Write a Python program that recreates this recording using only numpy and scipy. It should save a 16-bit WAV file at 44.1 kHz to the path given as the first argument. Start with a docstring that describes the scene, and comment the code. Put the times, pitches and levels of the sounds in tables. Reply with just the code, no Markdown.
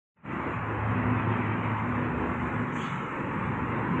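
"""Road traffic fades in just after the start, heard on one microphone at a shop front.
Tyres roar on the road, engines rumble and a heavy vehicle drones past on two low tones.
A man walks out of the door and scuffs a shoe on the step: the sole hisses, rasps and squeaks,
and the entrance gives the scuff a short tail. Two light steps follow on the paving."""
import sys
import numpy as np
from scipy import signal
from scipy.fft import rfft, irfft, next_fast_len
from scipy.io import wavfile
from scipy.ndimage import uniform_filter1d, map_coordinates

SR = 44100
rng = np.random.default_rng(int(sys.argv[2]) if len(sys.argv) > 2 else 0)


def generate_wav(signal):
    """Clip the signal to [-1, 1] and save it as 16-bit WAV at the path in sys.argv[1]."""
    frames = np.transpose(np.atleast_2d(signal))
    scaled = np.clip(frames, -1, 1) * 32767
    pcm = np.round(scaled).astype(np.int16)
    wavfile.write(sys.argv[1], SR, pcm)


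N = 176400
T = np.arange(N) / SR

# tyre roar from the road (time [s], level [dB])
TYRE_LEVEL = [(0.32, -36), (0.48, -34.5), (0.58, -36), (0.85, -34.5), (1.1, -33.5), (1.35, -34), (1.9, -35),
              (2.3, -35.5), (2.5, -35.5), (2.85, -36), (3.18, -36.5), (3.7, -35), (3.97, -34)]
# faint high hiss of the street (time [s], level [dB])
HISS_LEVEL = [(0.3, -77.5), (0.52, -78), (0.65, -79), (1.5, -79), (1.9, -75), (2.15, -78.5), (2.4, -73),
              (2.7, -75), (3.15, -73), (3.5, -76.5), (4.0, -77.5)]
# deep exhaust noise (time [s], level [dB])
EXHAUST_LEVEL = [(0.3, -46), (0.55, -46.5), (0.72, -43), (1.0, -42), (1.35, -47.5), (2.05, -46),
                 (2.25, -40.5), (2.6, -43), (2.7, -61), (3.15, -55), (3.35, -43.5), (3.68, -39), (4.0, -47)]
# engine rumble (time [s], level [dB])
RUMBLE_LEVEL = [(0.32, -34.5), (0.45, -45.5), (0.6, -34), (0.72, -44.5), (0.86, -37.5), (0.94, -33.5),
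                (1.5, -34), (1.9, -35.5), (2.15, -37), (2.58, -34), (2.85, -36.5), (3.0, -37), (3.1, -46),
                (3.22, -37), (3.42, -36.5), (3.55, -37), (3.66, -34), (3.8, -35.5), (3.9, -30.5)]
# lower midrange of the traffic (time [s], level [dB])
LOW_MID_LEVEL = [(0.3, -41), (0.52, -37.5), (0.595, -53), (0.66, -37.5), (0.88, -39), (0.95, -40),
                 (1.15, -36), (1.45, -39), (1.7, -37.5), (1.78, -49), (1.86, -37), (2.08, -38),
                 (2.24, -33.5), (2.38, -39.5), (2.82, -38), (2.93, -55), (3.03, -39), (3.2, -37),
                 (3.47, -40.5), (3.9, -37)]
# spectra of those five layers at the shop front (frequency [Hz], relative level [dB])
TYRE_SPECTRUM = [(200, -17), (450, -15), (620, -8), (750, -6), (880, 0), (1080, 0), (1300, -3), (1500, -6),
                 (2000, -8), (2600, -14), (3100, -26.5), (3600, -36), (4200, -46.5), (4700, -60),
                 (6000, -95.5)]
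HISS_SPECTRUM = [(3000, -28.5), (4800, -23.5), (5500, -10), (6300, -6), (7000, -1.5), (7900, -4),
                 (8600, -12.5), (9300, -23.5), (10300, -13), (11300, -23.5), (13000, -25), (15000, -33)]
EXHAUST_SPECTRUM = [(10, -20.5), (36, -28.5), (50, -19), (63, 0.5), (85, 6.5), (115, -7.5), (200, -21.5),
                    (800, -80.5)]
RUMBLE_SPECTRUM = [(70, -30), (100, -1), (140, 2), (220, 0), (270, -7), (340, -14), (500, -27),
                   (1500, -77.5)]
LOW_MID_SPECTRUM = [(150, -25.5), (240, -1), (320, 1.5), (400, -2), (520, -5), (650, -13.5), (1000, -30.5),
                    (2500, -77)]
# exhaust tone of the heavy vehicle (time [s], pitch [Hz], level [dB])
EXHAUST_TONE = [(0.45, 107, -52), (0.7, 108.7, -37), (0.81, 108.4, -36.5), (0.85, 108.6, -32),
                (1.16, 108.5, -29.5), (1.205, 106.1, -37), (1.32, 109.3, -27.5), (1.385, 108.9, -43),
                (1.46, 108.5, -30), (1.62, 108.6, -35.5), (1.73, 108.5, -34), (2.05, 110.2, -36.5),
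                (2.13, 110.1, -53.5), (2.47, 110.3, -47), (2.55, 109.5, -35), (2.63, 112, -36.5),
                (2.74, 113.4, -63), (3.3, 110.5, -54), (3.52, 109.9, -39), (3.9, 113.1, -45.5),
                (4.0, 116, -52)]
# its higher drone (time [s], pitch [Hz], level [dB])
DRONE_TONE = [(0.7, 254, -49), (0.95, 251, -38), (1.13, 249.5, -29.5), (1.28, 249.7, -48), (1.34, 247, -35),
              (1.5, 242, -36.5), (1.73, 243, -38.5), (1.8, 244, -53), (1.87, 243.6, -33.5),
              (2.15, 246.3, -38), (2.49, 247.4, -40), (2.62, 247.6, -37.5), (2.82, 248.8, -38.5),
              (2.97, 249, -56.5), (3.45, 248, -47.5), (3.63, 248, -36), (3.78, 250, -46), (4.0, 253.3, -29)]
# spectra of the sliding sole, its rasp and a footstep (frequency [Hz], relative level [dB])
SLIDE_SPECTRUM = [(4800, -33), (5700, -17), (6150, 0), (7100, 1), (8000, -6), (8800, -19), (9400, -29),
                  (10400, -30.5), (15000, -44)]
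RASP_SPECTRUM = [(1200, -25), (2400, -4.5), (3100, 3), (3750, -3.5), (4100, -20.5), (4700, -42.5)]
STEP_SPECTRUM = [(3000, -10), (4800, -23), (7000, -1), (10500, -3), (15000, -7)]
# squeaks of the gripping sole (pitch [Hz], level [dB])
SQUEAKS = [(4470, -63.5), (5230, -72)]
# light steps on the paving (time [s], level [dB])
STEPS = [(3.345, -75), (3.895, -77.5)]
# thin whistles over the traffic (middle time [s], length [s], pitch [Hz], level [dB])
WHISTLES = [(0.533, 0.11, 6770, -74), (0.863, 0.16, 3140, -62.5), (1.304, 0.074, 3450, -64),
            (1.33, 0.053, 3110, -57), (2.057, 0.12, 3350, -65)]
# dip in the midrange of the traffic (time [s], depth [dB])
HOLLOW_DEPTH = [(0.3, 1), (2.5, 0.5), (2.9, 7), (3.55, 4.5), (3.75, 2), (4.0, 8.5)]
# flicker of the treble (frequency [Hz], depth [dB])
FLICKER_DEPTH = [(1500, 0), (2400, 1.8), (3300, 3.5), (4500, 3.3), (7000, 2)]
# fade-in on the microphone channel (time [s], gain [dB])
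FADE_IN = [(0.13, -82), (0.155, -58), (0.17, -32), (0.228, -29), (0.252, -9), (0.295, -3), (0.32, 0.5)]


def tyres():
    """Tread noise of many cars out on the road, strongest near 1 kHz, with a thin hiss above."""
    roar = amp(curves(TYRE_LEVEL)[0] + 0.45 * wobble(16)) * rush(TYRE_SPECTRUM, 0.5, streaky_db=1.62)
    hiss = amp(curves(HISS_LEVEL)[0] + 0.88 * wobble(35)) * rush(HISS_SPECTRUM, 0.9, streaky_db=2.2)
    return roar + hiss


def engines():
    """Engines blend into one rumble at the shop front, from deep exhaust up to the lower midrange."""
    exhaust = amp(curves(EXHAUST_LEVEL)[0]) * rush(EXHAUST_SPECTRUM, patchy_db=1.5)
    rumble = amp(curves(RUMBLE_LEVEL)[0]) * rush(RUMBLE_SPECTRUM, patchy_db=0.9)
    low_mid = amp(curves(LOW_MID_LEVEL)[0]) * rush(LOW_MID_SPECTRUM, patchy_db=1.2, streaky_db=1.5)
    return exhaust + rumble + low_mid


def heavy_vehicle():
    """The exhaust tone and higher drone of a passing heavy vehicle stand out of the rumble."""
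    exhaust = road_tone(EXHAUST_TONE, waver_hz=0.9, flutter_db=1)
    drone = road_tone(DRONE_TONE, waver_hz=1.6, flutter_db=1.2)
    return exhaust + drone


def shoe_scuff(start_s=2.712, rasp_lag_s=0.04, grip_s=2.855, rise_hz_per_s=2000):
    """On the doorstep a sole hisses over grit, rasps as weight comes on and squeaks as it grips."""
    hiss = sole_stroke(start_s, release_s=0.099) * amp(-59) * rush(SLIDE_SPECTRUM, patchy_db=-1.0)
    weight = sole_stroke(start_s + rasp_lag_s, release_s=0.076)
    rasp = weight * amp(-46.5) * rush(RASP_SPECTRUM, patchy_db=3.6)
    glide_hz = rise_hz_per_s * (T - grip_s)
    squeak = swell(grip_s, length_s=0.09) * sum(amp(db) * thin_tone(hz + glide_hz) for hz, db in SQUEAKS)
    return hiss + rasp + squeak + entrance_tail(hiss)


def sole_stroke(start_s, release_s, attack_s=0.056, hold_s=0.06, grit_db=0.5):
    """Envelope of a sliding sole, roughened by grit."""
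    rise = np.clip((T - start_s) / attack_s, 0, 1)
    fall = np.exp(-np.maximum(T - start_s - attack_s - hold_s, 0) / release_s)
    return rise * fall * unit(amp(grit_db * wobble(300)))


def entrance_tail(x, t60_s=1, level_db=-9):
    """Reflections in the shop entrance prolong a sound."""
    tail = rng.standard_normal(SR) * amp(-60 * T[:SR] / t60_s)
    return amp(level_db) * signal.fftconvolve(x, tail / np.linalg.norm(tail))[:N]


def footsteps(attack_s=0.008, decay_s=0.016):
    """Each contact of a sole with the paving gives a brief gritty puff."""
    envelope = np.zeros(N)
    for start_s, db in STEPS:
        rise = np.clip((T - start_s) / attack_s, 0, 1)
        fall = np.exp(-np.maximum(T - start_s - attack_s, 0) / decay_s)
        envelope += amp(db) * rise * fall
    return envelope * rush(STEP_SPECTRUM, patchy_db=3.0)


def distant_whistles():
    """Short wavering whistles swell and fade, far from the microphone."""
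    return sum(amp(db) * swell(s, length) * thin_tone(hz) for s, length, hz, db in WHISTLES)


def midrange_hollow(x, centre_hz=681, half_width_hz=95):
    """A narrow part of the midrange thins out towards the end."""
    band = filtered(x, lambda hz: 1 / (1 + ((hz - centre_hz) / half_width_hz) ** 4))
    return x - band * (1 - amp(-curves(HOLLOW_DEPTH)[0]))


def treble_flicker(x):
    """Small patches of the treble swell and fade at random."""
    hz, _, spectrogram = signal.stft(x, SR, nperseg=1024)
    depth_db = np.interp(hz, *np.transpose(FLICKER_DEPTH))[:, None]
    gain = amp(depth_db * mottle(spectrogram.shape, bins=3, frames=5))
    gain /= np.sqrt(np.mean(gain ** 2, axis=1, keepdims=True))  # each band keeps its mean power
    return signal.istft(spectrogram * gain, nperseg=1024)[1][:N]


def road_tone(rows, waver_hz, flutter_db):
    """A low tone whose pitch and level waver on the way from the road to the microphone."""
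    hz, db = curves(rows)
    phase = 2 * np.pi * np.cumsum(hz + waver_hz * wobble(18)) / SR
    return np.sqrt(2) * np.sin(phase) * amp(db + flutter_db * wobble(15))


def thin_tone(hz, waver_hz=49.7):
    """A sine with an unsteady pitch."""
    return np.sin(2 * np.pi * np.cumsum(hz + waver_hz * wobble(200)) / SR)


def rush(spectrum, patchy_db, streaky_db=0):
    """Coloured noise of rms 1 with broad patches and narrow streaks of random gain."""
    white = signal.stft(rng.standard_normal(N), nperseg=2048)[2]
    patches = patchy_db * mottle(white.shape, bins=12, frames=4)
    streaks = streaky_db * mottle(white.shape, bins=2, frames=12)
    noise = signal.istft(white * amp(patches + streaks), nperseg=2048)[1][:N]
    knots_hz, db = np.transpose(spectrum)
    return unit(filtered(noise, lambda hz: amp(np.interp(np.log(hz + 1), np.log(knots_hz + 1), db))))


def mottle(shape, bins, frames):
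    """A random field of rms 1, smoothed over frequency and time."""
    field = uniform_filter1d(rng.standard_normal(shape), size=bins, axis=0)
    return unit(uniform_filter1d(field, size=frames, axis=1))


def swell(middle_s, length_s):
    """A soft rise and fall."""
    return np.cos(np.pi * np.clip((T - middle_s) / length_s, -0.5, 0.5))


def wobble(rate):
    """A smooth random curve, rate knots a second."""
    return map_coordinates(rng.standard_normal(8192), [T * rate + 2], mode="wrap")


def filtered(x, response):
    """Shape x by a gain that depends on frequency."""
    size = next_fast_len(N + SR // 2)
    return irfft(rfft(x, size) * response(np.fft.rfftfreq(size, 1 / SR)), size)[:N]


def curves(rows):
    """One value per sample for each column after the time."""
    times, *columns = np.transpose(rows)
    return [np.interp(T, times, column) for column in columns]


def amp(db):
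    """Decibels to gain."""
    return 10 ** (np.asarray(db) / 20)


def unit(x):
    """Scale to rms 1."""
    return x / np.sqrt(np.mean(x ** 2) + 1e-20)


def scene():
    """The road and the doorstep, heard in mono from the shop front."""
    traffic = midrange_hollow(tyres() + engines())
    street = treble_flicker(traffic + shoe_scuff())
    return (street + heavy_vehicle() + distant_whistles() + footsteps())[None]


def record(dry):
    """The microphone channel fades in and keeps nothing above the band limit."""
    band_limit_hz = 15100
    faded = dry[0] * amp(curves(FADE_IN)[0])
    return filtered(faded, lambda hz: hz < band_limit_hz)[None]


dry = scene()
out = record(dry)
generate_wav(out)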